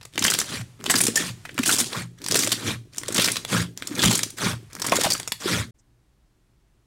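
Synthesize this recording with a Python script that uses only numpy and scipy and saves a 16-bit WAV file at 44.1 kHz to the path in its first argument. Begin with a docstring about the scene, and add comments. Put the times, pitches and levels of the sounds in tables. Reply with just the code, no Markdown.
"""A small room with a table: hands knead a heap of fluffy slime close to a phone.
Each of seven presses bursts air pockets: noise rushes with short rings, over a wet crackle of random grains.
The fingers then peel away with a soft fizz and a gurgle whose note sinks; big cavities give low sagging notes.
Table and room ring on, over wavering hum and hiss; all stops abruptly and quiet air with one tick is left."""
import sys
import numpy as np
from scipy import signal
from scipy.fft import rfft, irfft, next_fast_len
from scipy.io import wavfile
from scipy.ndimage import uniform_filter1d, map_coordinates

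SR = 44100
rng = np.random.default_rng(int(sys.argv[2]) if len(sys.argv) > 2 else 0)


def int16_out(signal):
    """Quantize to a 16-bit WAV file."""
    q = np.round(np.clip(np.atleast_2d(signal).T, -1, 1) * 32767)
    wavfile.write(sys.argv[1], SR, q.astype(np.int16))


N = 302524


def amp(db):
    """Decibels to gain."""
    return 10 ** (np.asarray(db) / 20)


def unit(x):
    """Scale to rms 1."""
    return x / np.sqrt(np.mean(x ** 2) + 1e-20)


def along(points, hz):
    """Read (Hz, value) points on a log frequency axis."""
    point_hz, value = np.transpose(points)
    return np.interp(np.log(hz + 1), np.log(point_hz), value)


def filtered(x, response):
    """Multiply the spectrum of x by a response of frequency."""
    size = next_fast_len(len(x) + 4096)
    hz = np.fft.rfftfreq(size, 1 / SR)
    return irfft(rfft(x, size) * response(hz), size)[:len(x)]


def coloured(x, spectrum):
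    """Shape x by the given spectrum, at rms 1."""
    return unit(filtered(x, lambda hz: amp(along(spectrum, hz))))


def add(track, start_s, sound):
    """Mix a sound into the track at start_s."""
    part = track[max(round(start_s * SR), 0):][:len(sound)]
    part += sound[:len(part)]


def during(spans):
    """1 inside the spans, 0 outside, with soft edges."""
    t = np.arange(N) / SR
    inside = sum(1. * ((t >= a) & (t < b)) for a, b in spans)
    return np.clip(uniform_filter1d(inside, SR // 30), 0, 1)


def grains(rate_hz, spread_db, decay_s):
    """Envelope of random bursts with instant onset and exponential decay; slow level swings evened out."""
    chance, size = rng.random(N), rng.standard_normal(N)
    energy = (chance < rate_hz / SR) * amp(spread_db * np.clip(size, -2, 2)) ** 2
    power = np.abs(signal.lfilter([1], [1, -np.exp(-2 / (decay_s * SR))], energy))
    local_mean = np.abs(uniform_filter1d(power, SR // 14))
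    return np.sqrt(power / (local_mean + 0.066 * power.mean()))


# Bursting air pockets, from faint ticks to loud cracks. Each row: start in seconds, relative level in dB,
# ring pitch in Hz, length in seconds, treble tilt in dB.
BURSTING_POCKETS = [(0.012, -44, 4000, 0.007, -10), (.029, -43, 5000, 0.0064, -2),
                    (0.052, -36, 8140, 0.0049, -5), (.137, -43, 3590, 0.0027, -3),
                    (.178, -16.5, 2780, .004, -6.5), (0.192, -19.5, 6330, 0.0042, 11.5),
                    (.224, -17, 3730, 0.0042, 0), (0.24, -16, 5360, 0.0083, 7.5),
                    (0.249, -10, 8310, 0.0047, -10), (0.2636, -19, 7200, 0.011, 0),
                    (0.2803, -14.5, 3170, 0.0046, -5), (0.301, -15.5, 6230, .006, 6),
                    (0.31, -18, 6940, 0.0044, 4), (.319, -22, 1460, 0.0044, -7.5),
                    (0.3377, -16, 3280, 0.0049, 8.5), (0.348, -21, 5650, 0.0057, -7),
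                    (0.3878, -14, 7820, .004, 2.5), (.399, -21, 5840, 0.0099, 9),
                    (0.415, -18, 1670, 0.0018, 3), (0.611, -37, 8800, 0.0064, -15),
                    (0.811, -39, 1500, 0.0022, -10.5), (.841, -26, 7180, 0.002, -2.5),
                    (0.859, -27.5, 7000, .005, -5.5), (0.863, -20.5, 3480, 0.004, -8),
                    (0.898, -14, 8000, 0.01, -11.5), (0.9064, -15, 7990, 0.013, 3),
                    (.94, -15.5, 1710, 0.0046, -4), (0.955, -17, 4930, 0.013, 2.5),
                    (0.974, -24, 9300, 0.0077, 4), (0.983, -19.5, 9160, 0.012, 6),
                    (1.005, -18.5, 9410, 0.0086, -4), (1.012, -16, 9375, .007, 10),
                    (1.0366, -17, 8240, 0.0063, 8.5), (1.053, -21.5, 7620, 0.0041, 7),
                    (1.067, -15, 7590, 0.006, 2), (1.081, -18.5, 7620, 0.0032, -0.5),
                    (1.157, -16.5, 7380, 0.0093, 2.5), (1.1713, -19, 1820, 0.0091, 9.5),
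                    (1.452, -33.5, 1900, 0.01, -7), (1.492, -32.5, 2100, 0.0038, -14),
                    (1.579, -21, 1470, 0.0036, -7.5), (1.589, -20, 1275, 0.0057, -3.5),
                    (1.633, -22, 2485, 0.0053, 5), (1.637, -23.5, 3400, 0.0027, -5),
                    (1.658, -22, 9300, 0.017, 4), (1.676, -18.5, 8530, 0.013, 9),
                    (1.693, -12, 1440, 0.0033, 9), (1.705, -18.5, 1460, 0.0034, 0),
                    (1.7117, -18.5, 8420, 0.0062, 3), (1.723, -20, 8140, 0.028, 5),
                    (1.7844, -19.5, 6820, 0.022, 5.5), (1.801, -19, 9200, 0.016, 3),
                    (1.9285, -27.5, 3940, 0.0071, -7), (2.224, -42, 3820, .0015, 3),
                    (2.241, -32, 5050, 0.0094, 6), (2.263, -21.5, 5640, 0.0026, -4.5),
                    (2.277, -30, 5170, .002, 11), (2.2847, -20, 8970, .003, -0.5),
                    (2.311, -17, 4845, 0.0045, 3), (2.3217, -10.5, 5200, 0.002, 5),
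                    (2.344, -13, 5080, .0033, -2.5), (2.3547, -15.5, 1870, 0.0096, 5),
                    (2.3685, -20, 6240, 0.0098, 8.5), (2.3904, -13.5, 6630, 0.0048, 8),
                    (2.403, -25, 6100, 0.016, 8), (2.422, -23, 4500, 0.0095, 9),
                    (2.434, -19.5, 2110, 0.005, 8), (2.444, -23, 7110, 0.0058, 12),
                    (2.473, -20, 7630, 0.0062, -2.5), (2.518, -16, 3655, 0.014, 6),
                    (2.935, -42, 4530, 0.0014, -3.5), (2.947, -39, 2600, 0.0015, 1),
                    (2.962, -39, 7000, .002, 2.5), (2.982, -20, 7080, 0.0038, 5),
                    (3.034, -27, 1540, .0024, -4.5), (3.082, -24, 7730, 0.0067, -2),
                    (3.124, -26.5, 7760, 0.0049, 4), (3.145, -21, 8350, 0.0076, 7.5),
                    (3.161, -22, 3520, 0.0071, 1.5), (3.1685, -21, 7310, 0.0047, 8.5),
                    (3.18, -15.5, 3495, 0.0071, -3), (3.198, -11.5, 3410, 0.0019, -4.5),
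                    (3.218, -18.5, 3590, 0.0099, 4.5), (3.2437, -14.5, 5340, 0.0055, 3),
                    (3.257, -21, 4700, .012, 8), (3.276, -21, 1965, 0.0057, 0),
                    (3.2844, -17, 1980, 0.0031, -10), (3.318, -20, 9210, 0.0051, 16),
                    (3.358, -22, 5040, 0.0023, -4), (3.367, -21.5, 3990, 0.0064, 0),
                    (3.4496, -22.5, 3850, 0.0023, -5), (3.528, -22.5, 760, 0.004, -12),
                    (3.7755, -24, 7260, 0.0012, 0), (3.823, -22.5, 2140, 0.0018, -7),
                    (3.8723, -24, 7260, 0.0041, 8), (3.982, -27.5, 1320, 0.0058, -2),
                    (4.007, -26.5, 3870, 0.00069, -0.5), (4.027, -22, 4950, .005, 28),
                    (4.0354, -14.5, 1220, 0.01, -0.5), (4.053, -22, 3450, 0.0039, -5.5),
                    (4.11, -21, 860, 0.011, 0), (4.127, -23.5, 4160, 0.011, 20),
                    (4.152, -17, 7125, 0.0082, 5), (4.176, -22.5, 8300, 0.0061, 12),
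                    (4.1913, -18, 8370, 0.0031, -5), (4.232, -16.5, 7070, 0.0053, 1),
                    (4.304, -32.5, 8440, .0034, 8), (4.384, -29.5, 1940, 0.005, 3),
                    (4.731, -36, 5970, 0.0028, 9), (4.752, -26.5, 5100, 0.0012, 5),
                    (4.7972, -32, 1049, 0.0067, 5.5), (4.818, -22.5, 5065, 0.0083, 2.5),
                    (4.8436, -27, 1080, 0.014, -1.5), (4.865, -22.5, 8870, 0.0094, 1),
                    (4.896, -23, 5450, .0026, 6), (4.921, -11, 890, 0.0048, -7),
                    (4.9566, -17.5, 8010, 0.0022, 3.5), (4.966, -17, 6860, 0.0042, 5),
                    (4.998, -23, 6100, 0.0011, 6), (5.011, -19.5, 6830, 0.0081, -3),
                    (5.035, -18, 6760, 0.0052, 1), (5.044, -19, 785, .014, -4),
                    (5.0623, -23, 820, 0.012, -7.5), (5.103, -19.5, 4660, 0.012, 6.5),
                    (5.1205, -16.5, 4670, 0.0029, 11.5), (5.132, -19.5, 7220, 0.0074, 22),
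                    (5.15, -26, 1230, 0.0046, -4.5), (5.179, -30.5, 6980, 0.0024, 13),
                    (5.1985, -25, 8850, 0.0037, -1.5), (5.231, -29.5, 4660, 0.0014, -2),
                    (5.276, -21.5, 7230, 0.0023, 0.5), (5.281, -27.5, 6970, 0.0029, -1),
                    (5.32, -19, 3455, 0.0053, 1)]
SNAP_REFERENCE_S = .0016  # tear length at which the snap has gain snap_db


def pops(noise_db=2.5, ring_db=-4, fall_s=0.0014, ring_width_oct=0.61, ring_boost_db=6.5,
         snap_db=3, snap_s=0.00046):
    """A film tears with a snap: air rushes out for a few milliseconds while the pocket rings."""
    out, t = np.zeros(N), np.arange(SR // 25) / SR
    for start_s, db, pitch_hz, length_s, tilt_db in BURSTING_POCKETS + small_pops():
        skin = [(30, -26), (90, -14), (300, -4.5), (1500, -1.5), (2800, -2.0), (5500, tilt_db - 3),
                (9200, tilt_db - 4), (10500, tilt_db - 7.5), (16000, tilt_db - 15.5)]

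        def rush_response(hz):
            """Skin colour plus the pocket's resonance."""
            octaves = np.log2((hz + 1) / pitch_hz)
            pocket_db = ring_boost_db * np.exp(-(octaves / ring_width_oct) ** 2)
            return amp(along(skin, hz) + pocket_db)

        rush = unit(filtered(rng.standard_normal(len(t)), rush_response))
        # each ring's pitch drifts slightly up or down, at random
        glide = 1 + rng.normal(0, .08) * (np.minimum(t / length_s, 2) - .5)
        ring = np.sin(2 * np.pi * np.cumsum(pitch_hz * glide) / SR)
        decay = np.exp(-.55 * t / length_s - np.maximum(t - 0.9 * length_s, 0) / fall_s)
        shape = (1 - np.exp(-t / 0.000057)) * decay
        # the quicker the tear, the harder its first snap
        snap = amp(snap_db) * np.exp(-t / snap_s) * (SNAP_REFERENCE_S / length_s) ** 2
        burst = shape * (1 + snap) * (amp(noise_db) * rush + amp(ring_db) * ring)
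        burst_rms = np.sqrt(np.sum(burst ** 2) / (length_s * SR))
        add(out, start_s, amp(db - 0.5) * burst / burst_rms)
    return out


# Relative levels: at first touch, and over the foam's fizz; the louder of the two applies.
SMALL_TOUCH_DB, SMALL_OVER_FIZZ_DB, SMALL_SCATTER_DB = -37.5, -1, 3
SMALL_HZ, SMALL_SCATTER_OCT, SMALL_TILT_DB, SMALL_LENGTH_S = 4600, .8, 2, .0025


def small_pops(count=7, overrun_s=.03):
    """Lesser pockets are scattered through each press, louder where it bears harder."""
    rows = []
    for touch, full, ease, firm_db, fizz_db, _, _ in PRESSES:
        slots = (np.arange(count) + rng.random(count)) / count
        times = touch + (ease + overrun_s - touch) * slots
        scatter = np.clip(rng.standard_normal((count, 3)), -2, 2)
        for start_s, (size, tone, colour) in zip(times, scatter):
            pressure_db = press_db(start_s, touch, full, ease, firm_db, PRESS_FIZZ)
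            db = max(SMALL_TOUCH_DB + firm_db, fizz_db + SMALL_OVER_FIZZ_DB + pressure_db)
            pitch_hz = SMALL_HZ * 2 ** (SMALL_SCATTER_OCT * tone)
            tilt_db = SMALL_TILT_DB + 4 * colour
            rows.append((start_s, db + SMALL_SCATTER_DB * size, pitch_hz, SMALL_LENGTH_S, tilt_db))
    return rows


# Air squeezed through a narrow neck. Each row: start in seconds, peak level in dB, first pitch in Hz,
# last pitch in Hz, length in seconds.
NECK_CHIRPS = [(1.006, -22, 2060, 2710, 0.0058), (1.011, -9.5, 8900, 9720, 0.0078),
               (1.161, -3, 7100, 6800, 0.0016), (1.165, -21.5, 1780, 1780, 0.019),
               (1.691, -15.5, 1382, 1520, 0.0064), (1.702, -15, 1380, 1500, 0.0023),
               (3.564, -23, 1530, 1710, 0.016), (4.9219, -1.5, 426, 1097, 0.0043),
               (4.928, -13.5, 1200, 910, .0068), (5.12, -13.5, 4330, 4907, .0048)]


def chirps():
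    """Each neck gives a brief note, which mostly slides up or down."""
    out = np.zeros(N)
    for start_s, db, first_hz, last_hz, length_s in NECK_CHIRPS:
        pitch_hz = np.geomspace(first_hz, last_hz, max(int(length_s * SR), 8))
        note = np.sin(2 * np.pi * np.cumsum(pitch_hz) / SR)
        add(out, start_s, amp(db) * signal.windows.tukey(len(note), .5) * note)
    return out


# Texture colours. Each row: frequency in Hz, relative density in dB per Hz.
FIZZ_COLOUR = [(1500, -41.5), (2500, -2.5), (3400, 4), (5000, 0.5), (7200, -1), (9300, -3), (10200, -6.5),
               (15500, -19)]
SQUELCH_COLOUR = [(260, -30.5), (460, 2), (740, -5), (1100, 1), (1600, 3), (2400, 0), (3600, -27.5)]
# Texture under a press. Values: level at first touch in dB, level just before the foam yields in dB,
# yielding time in seconds, sag in dB/s, release in dB/s; levels relative to full weight.
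PRESS_FIZZ = (-26.5, -21.5, 0.1, 34, 151)
PRESS_SQUELCH = (-21.5, -17, 0.13, 30, 140)
PRESS_GURGLE = (-24.5, -18.5, 0.2, 33, 114)
# Texture in a peel. Values: level at the start in dB, level on letting go in dB, release in dB/s;
# levels relative to the strongest moment.
PEEL_FIZZ = (-13.5, -8, 450)
PEEL_SQUELCH = (-18.5, -6.5, 510)
PEEL_GURGLE = (-22, -5.5, 200)
BUBBLES_PER_S = 3200


def kneading():
    """Foam crackles coarsely under pressure and fizzes finely when the fingers peel off."""
    fizz = effort(PRESS_FIZZ, PEEL_FIZZ, order=0)
    squelch = effort(PRESS_SQUELCH, PEEL_SQUELCH, order=1)
    gurgle = effort(PRESS_GURGLE, PEEL_GURGLE, order=2)
    pressing = during([(touch, ease + .04) for touch, _, ease, *_ in PRESSES])
    coarse_share = np.clip(.12 + 0.82 * pressing, 0, 1)
    fine = grains(rate_hz=BUBBLES_PER_S, spread_db=-1.0, decay_s=0.0009)
    shared = grains(rate_hz=200, spread_db=5.0, decay_s=0.0019)
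    # the thinnest films give single needle-sharp ticks
    needles = grains(rate_hz=190, spread_db=1.5, decay_s=0.000051) * rng.standard_normal(N)

    def crackle(spectrum):
        """Some bursts sound in both fizz and squelch, others in only one."""
        own = grains(rate_hz=130, spread_db=5.5, decay_s=0.0039)
        coarse_power = (shared ** 2 + own ** 2) / 2
        power = coarse_share * coarse_power + (1 - coarse_share) * fine ** 2
        bubbles = np.sqrt(power) * rng.standard_normal(N)
        ticks = amp(-10) * np.sqrt(coarse_share) * needles
        return coloured(patchy(bubbles + ticks, depth_db=3.5), spectrum)

    foam = amp(-1.5) * (fizz * crackle(FIZZ_COLOUR) + squelch * crackle(SQUELCH_COLOUR))
    return foam + amp(-2.0) * gurgle * hollow()


# Hands bearing down. Each row: touch in seconds, full weight in seconds, easing off in seconds,
# firmness of first touch in dB, then relative fizz, squelch and gurgle levels in dB.
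PRESSES = [(0.129, .255, 0.41, 2.5, -29, -39, -34.5), (0.771, .905, 1.084, -10.5, -30.5, -38, -29.5),
           (1.436, 1.68, 1.825, -8, -23, -35.5, -31.5), (2.179, 2.35, 2.53, -3.5, -26.5, -34.5, -30),
           (2.928, 3.19, 3.30, -3.5, -24, -31, -30.5), (3.77, 4.04, 4.093, -7.5, -17, -25.5, -25),
           (4.703, 4.925, 5.12, -1.5, -27, -29.5, -32.5)]
# Fingers peeling away. Each row: start in seconds, strongest in seconds, letting go in seconds,
# then relative fizz, squelch and gurgle levels in dB.
PEELS = [(0.455, 0.537, 0.6, -30.5, -33.5, -34), (1.146, 1.194, 1.297, -26.5, -32.5, -32),
         (1.894, 1.967, 2.023, -31, -31, -32.5), (2.587, 2.687, 2.734, -27.5, -27.5, -27.5),
         (3.483, 3.534, 3.626, -23, -26, -24), (4.374, 4.447, 4.525, -24.5, -25, -26.5),
         (5.403, 5.517, 5.616, -24.5, -25.5, -27)]


def effort(press_shape, peel_shape, order):
    """Gain of one texture (0 fizz, 1 squelch, 2 gurgle): powers of all presses and peels add."""
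    t = np.arange(N) / SR
    pressing = [amp(dbs[order] + press_db(t, touch, full, ease, firm_db, press_shape))
                for touch, full, ease, firm_db, *dbs in PRESSES]
    peeling = [amp(dbs[order] + peel_db(t, start, peak, off, peel_shape))
               for start, peak, off, *dbs in PEELS]
    return np.sqrt(np.sum(np.square(pressing + peeling), axis=0))


def press_db(t, touch, full, ease, firm_db, shape):
    """A press creeps up, the foam yields quickly, sags under the hand and is released."""
    touch_db, creep_db, yielding_s, sag_db_per_s, release_db_per_s = shape
    times = [touch - .02, touch, max(full - yielding_s, touch), full]
    rise = np.interp(t, times, [-80, touch_db + firm_db, creep_db + firm_db / 2, 0])
    sag = sag_db_per_s * np.clip(t - full, 0, ease - full)
    return rise - sag - release_db_per_s * np.maximum(t - ease, 0)


def peel_db(t, start, peak, off, shape):
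    """A peel swells, thins as the contact shrinks and stops when the skin comes free."""
    start_db, off_db, release_db_per_s = shape
    swell = np.interp(t, [start - .03, start, peak, off], [-80, start_db, 0, off_db])
    return swell - release_db_per_s * np.maximum(t - off, 0)


def patchy(x, depth_db):
    """Changing folds boost different pitches from moment to moment."""
    z = signal.stft(x, nperseg=256)[2]
    field = uniform_filter1d(rng.standard_normal(z.shape), size=4, axis=0)
    field = uniform_filter1d(field, size=5, axis=1)
    return signal.istft(z * amp(depth_db * unit(field)), nperseg=256)[1][:N]


# Gurgle under a press. Each row: frequency in Hz, relative density in dB per Hz.
GURGLE_COLOUR = [(25, -31.5), (60, -19.5), (110, -3.5), (170, -4), (260, 3), (400, -0.5), (540, -12.5),
                 (1000, -33.5)]


def hollow(narrow_hz=430, wide_hz=135, width_oct=0.86, linger_s=.07):
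    """The heap gurgles broadly under a press; while the fingers lift, its note sinks."""
    t = np.arange(N) / SR
    opening = np.zeros(N)
    for start, _, end, *_ in PEELS:
        opening = np.where(t > start - .05, np.clip((t - start) / (end - start), 0, 1), opening)
    pitch_hz = narrow_hz * (wide_hz / narrow_hz) ** opening
    # a moving resonance, cross-faded over fixed third-octave bands
    centres_hz = np.geomspace(80, 1000, 12)
    weights = np.exp(-(np.log2(centres_hz[:, None] / pitch_hz) / width_oct) ** 2 / 2)

    def noise_band(centre_hz):
        """Noise around one band centre, at rms 1."""
        noise = rng.standard_normal(N)
        return unit(filtered(noise, lambda hz: np.exp(-(np.log2((hz + 1) / centre_hz) * 4) ** 2)))

    bands = np.array([noise_band(centre_hz) for centre_hz in centres_hz])
    sinking = np.sum(weights * bands, axis=0) / np.sqrt(np.sum(weights ** 2, axis=0))
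    bursts = grains(rate_hz=220, spread_db=5.5, decay_s=0.0071) * rng.standard_normal(N)
    pressed = coloured(bursts, GURGLE_COLOUR)
    peeling = during([(start, end + linger_s) for start, _, end, *_ in PEELS])
    return np.sqrt(peeling) * sinking + np.sqrt(1 - peeling) * pressed


# Large cavities opening or collapsing. Each row: start in seconds, relative peak level in dB,
# nominal pitch in Hz, t60 in seconds.
CAVITIES = [(.181, -21.5, 304, 0.02), (0.245, -32, 60, .04), (0.249, -23, 210, 0.051),
            (.944, -17, 256, 0.08), (1.083, -17, 445, 0.03), (1.084, -13.5, 252, .019),
            (1.594, -11.5, 250, 0.061), (1.809, -22.5, 242, 0.088), (2.323, -16, 440, 0.011),
            (2.354, -11, 420, 0.013), (2.472, -18, 553, 0.014), (3.088, -17.5, 490, 0.01),
            (3.188, -11, 214, 0.016), (3.19, -14, 512, .017), (3.527, -18, 505, 0.034),
            (3.911, -22, 298, 0.061), (4.044, -13.5, 160, 0.012), (4.05, -24, 60, 0.11),
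            (4.059, -9.5, 179.4, 0.058), (4.073, -20.5, 123.5, 0.22), (4.085, -14.5, 223, 0.079),
            (4.435, -24, 170.2, .03), (4.461, -15, 207, 0.049), (4.986, -11.5, 491, 0.013),
            (5.059, -16.5, 177, 0.016), (5.068, -14.5, 593, 0.018), (5.457, -13.5, 354, 0.03)]
# the heap settles on the table as the fingers let go: a low note
SETTLE_REL_DB, SETTLE_HZ, SETTLE_T60_S = -33, 124.4, 0.41


def glugs(attack_s=0.0022, sag=0.071, sag_s=0.028):
    """Big cavities give a soft, low note that sags as the slime gives way."""
    out, t = np.zeros(N), np.arange(SR // 2) / SR
    settling = [(off, SETTLE_REL_DB, SETTLE_HZ, SETTLE_T60_S) for _, _, off, *_ in PEELS]
    for start_s, db, nominal_hz, t60_s in CAVITIES + settling:
        pitch_hz = nominal_hz * (1 + sag * (np.exp(-t / sag_s) - .5))
        note = np.sin(2 * np.pi * np.cumsum(pitch_hz) / SR)
        shape = (1 - np.exp(-t / attack_s)) ** 2 * amp(-60 * t / t60_s)
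        add(out, start_s, amp(db - 3.5) * shape / shape.max() * note)
    return out


# Low resonances of table and room. Each row: frequency in Hz, relative level in dB, t60 in seconds.
RESONANCES = [(113.2, 5.5, 0.46), (173.4, 4.5, 0.39), (222, -7.5, 0.1), (277, -13.5, 0.14)]


def boom(x):
    """Table and room hum on at a few low pitches after each push."""
    t = np.arange(SR) / SR
    ring = np.zeros(SR)
    for hz, db, t60_s in RESONANCES:
        per_sample = 2 * np.log(1000) / (t60_s * SR)  # unit gain at resonance
        ring += amp(db - 60 * t / t60_s) * np.cos(2 * np.pi * hz * t) * per_sample
    return signal.fftconvolve(x, ring)[:N]


# Room decay, longest in the treble. Each row: frequency in Hz, t60 in seconds.
ROOM_DECAY = [(150, 0.12), (700, 0.14), (3000, 0.36), (8000, 0.39), (15000, 0.33)]


def room(x, early_db=8, early_s=0.018):
    """Near surfaces answer at once, then a faint tail of decaying noise dies away."""
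    hz, t, z = signal.stft(rng.standard_normal(SR // 2), SR, nperseg=256)
    decay = amp(-60 * t / along(ROOM_DECAY, hz)[:, None])
    tail = signal.istft(z * decay, SR, nperseg=256)[1]
    t = np.arange(len(tail)) / SR
    tail = tail * (1 + amp(early_db) * np.exp(-t / early_s)) * np.clip(t / 0.0044, 0, 1)
    return signal.fftconvolve(x, tail / np.linalg.norm(tail))[:N]


# Room hum and hiss. Each row: frequency in Hz, relative density in dB per Hz.
HUM_COLOUR = [(25, -22.5), (70, -9), (118, 9.5), (190, -9), (500, -36), (2000, -68)]
HISS_COLOUR = [(200, 0), (700, 4), (2500, 1), (8800, -3), (12000, -9), (16000, -22)]
HUM_DB, HISS_DB = -52, -63  # rms before the waver


def room_tone(waver_db=4.0):
    """The room hums and hisses faintly behind the slime; its level wavers."""
    steps = np.arange(N) * 8 / SR  # eight random levels a second, smoothly joined
    waver = amp(waver_db * map_coordinates(rng.standard_normal(64), [steps]))
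    hum = amp(HUM_DB) * coloured(rng.standard_normal(N), HUM_COLOUR)
    hiss = amp(HISS_DB) * coloured(rng.standard_normal(N), HISS_COLOUR)
    return waver * (hum + hiss)


# Quiet air. Each row: frequency in Hz, relative density in dB per Hz.
AIR_COLOUR = [(25, -18), (40, -8), (53, -2.5), (65, -7.5), (80, -21), (120, -9), (170, -21), (370, -23),
              (480, -31), (1100, -34.5), (2800, -40), (9000, -44.5), (13000, -50), (16000, -54)]


def quiet():
    """Faint air as coloured noise, with one soft high tick after all else has stopped."""
    t = np.arange(N) / SR
    air = amp(-62) * coloured(rng.standard_normal(N), AIR_COLOUR)
    tick_colour = [(3500, -42), (5500, -2), (8500, -2), (10500, -40)]
    tick = coloured(rng.standard_normal(N), tick_colour)
    return air + amp(-62) * np.exp(-((t - 5.797) / 0.011) ** 2) * tick


END_S = 5.71
POP_ROOM_DB, MASS_ROOM_DB, BOOM_DB = -9, -14, 2.5


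def scene():
    """All sound stops abruptly; after a moment of silence only the quiet air is left."""
    t = np.arange(N) / SR
    bursts = pops() + chirps()
    mass = kneading() + glugs()
    answer = amp(POP_ROOM_DB) * room(bursts) + amp(MASS_ROOM_DB) * room(mass)
    answer += amp(BOOM_DB) * boom(bursts + mass)
    playing = np.clip((END_S - t) / 0.0035, 0, 1)
    resumed = np.clip((t - END_S - .03) / 0.01, 0, 1)
    kneaded = playing * (bursts + mass + answer + room_tone())
    return (kneaded + (playing + resumed) * quiet())[None]


TOP_HZ = 16000


def record(dry, ceiling_db=-10.5, hardness=6):
    """The phone rounds off the loudest peaks and keeps almost nothing above its band limit."""
    overload = np.abs(dry[0] / amp(ceiling_db)) ** hardness
    held = dry[0] / (1 + overload) ** (1 / hardness)
    return filtered(held, lambda hz: 1 / (1 + (hz / TOP_HZ) ** 120))[None]


dry = scene()
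out = record(dry)
int16_out(out)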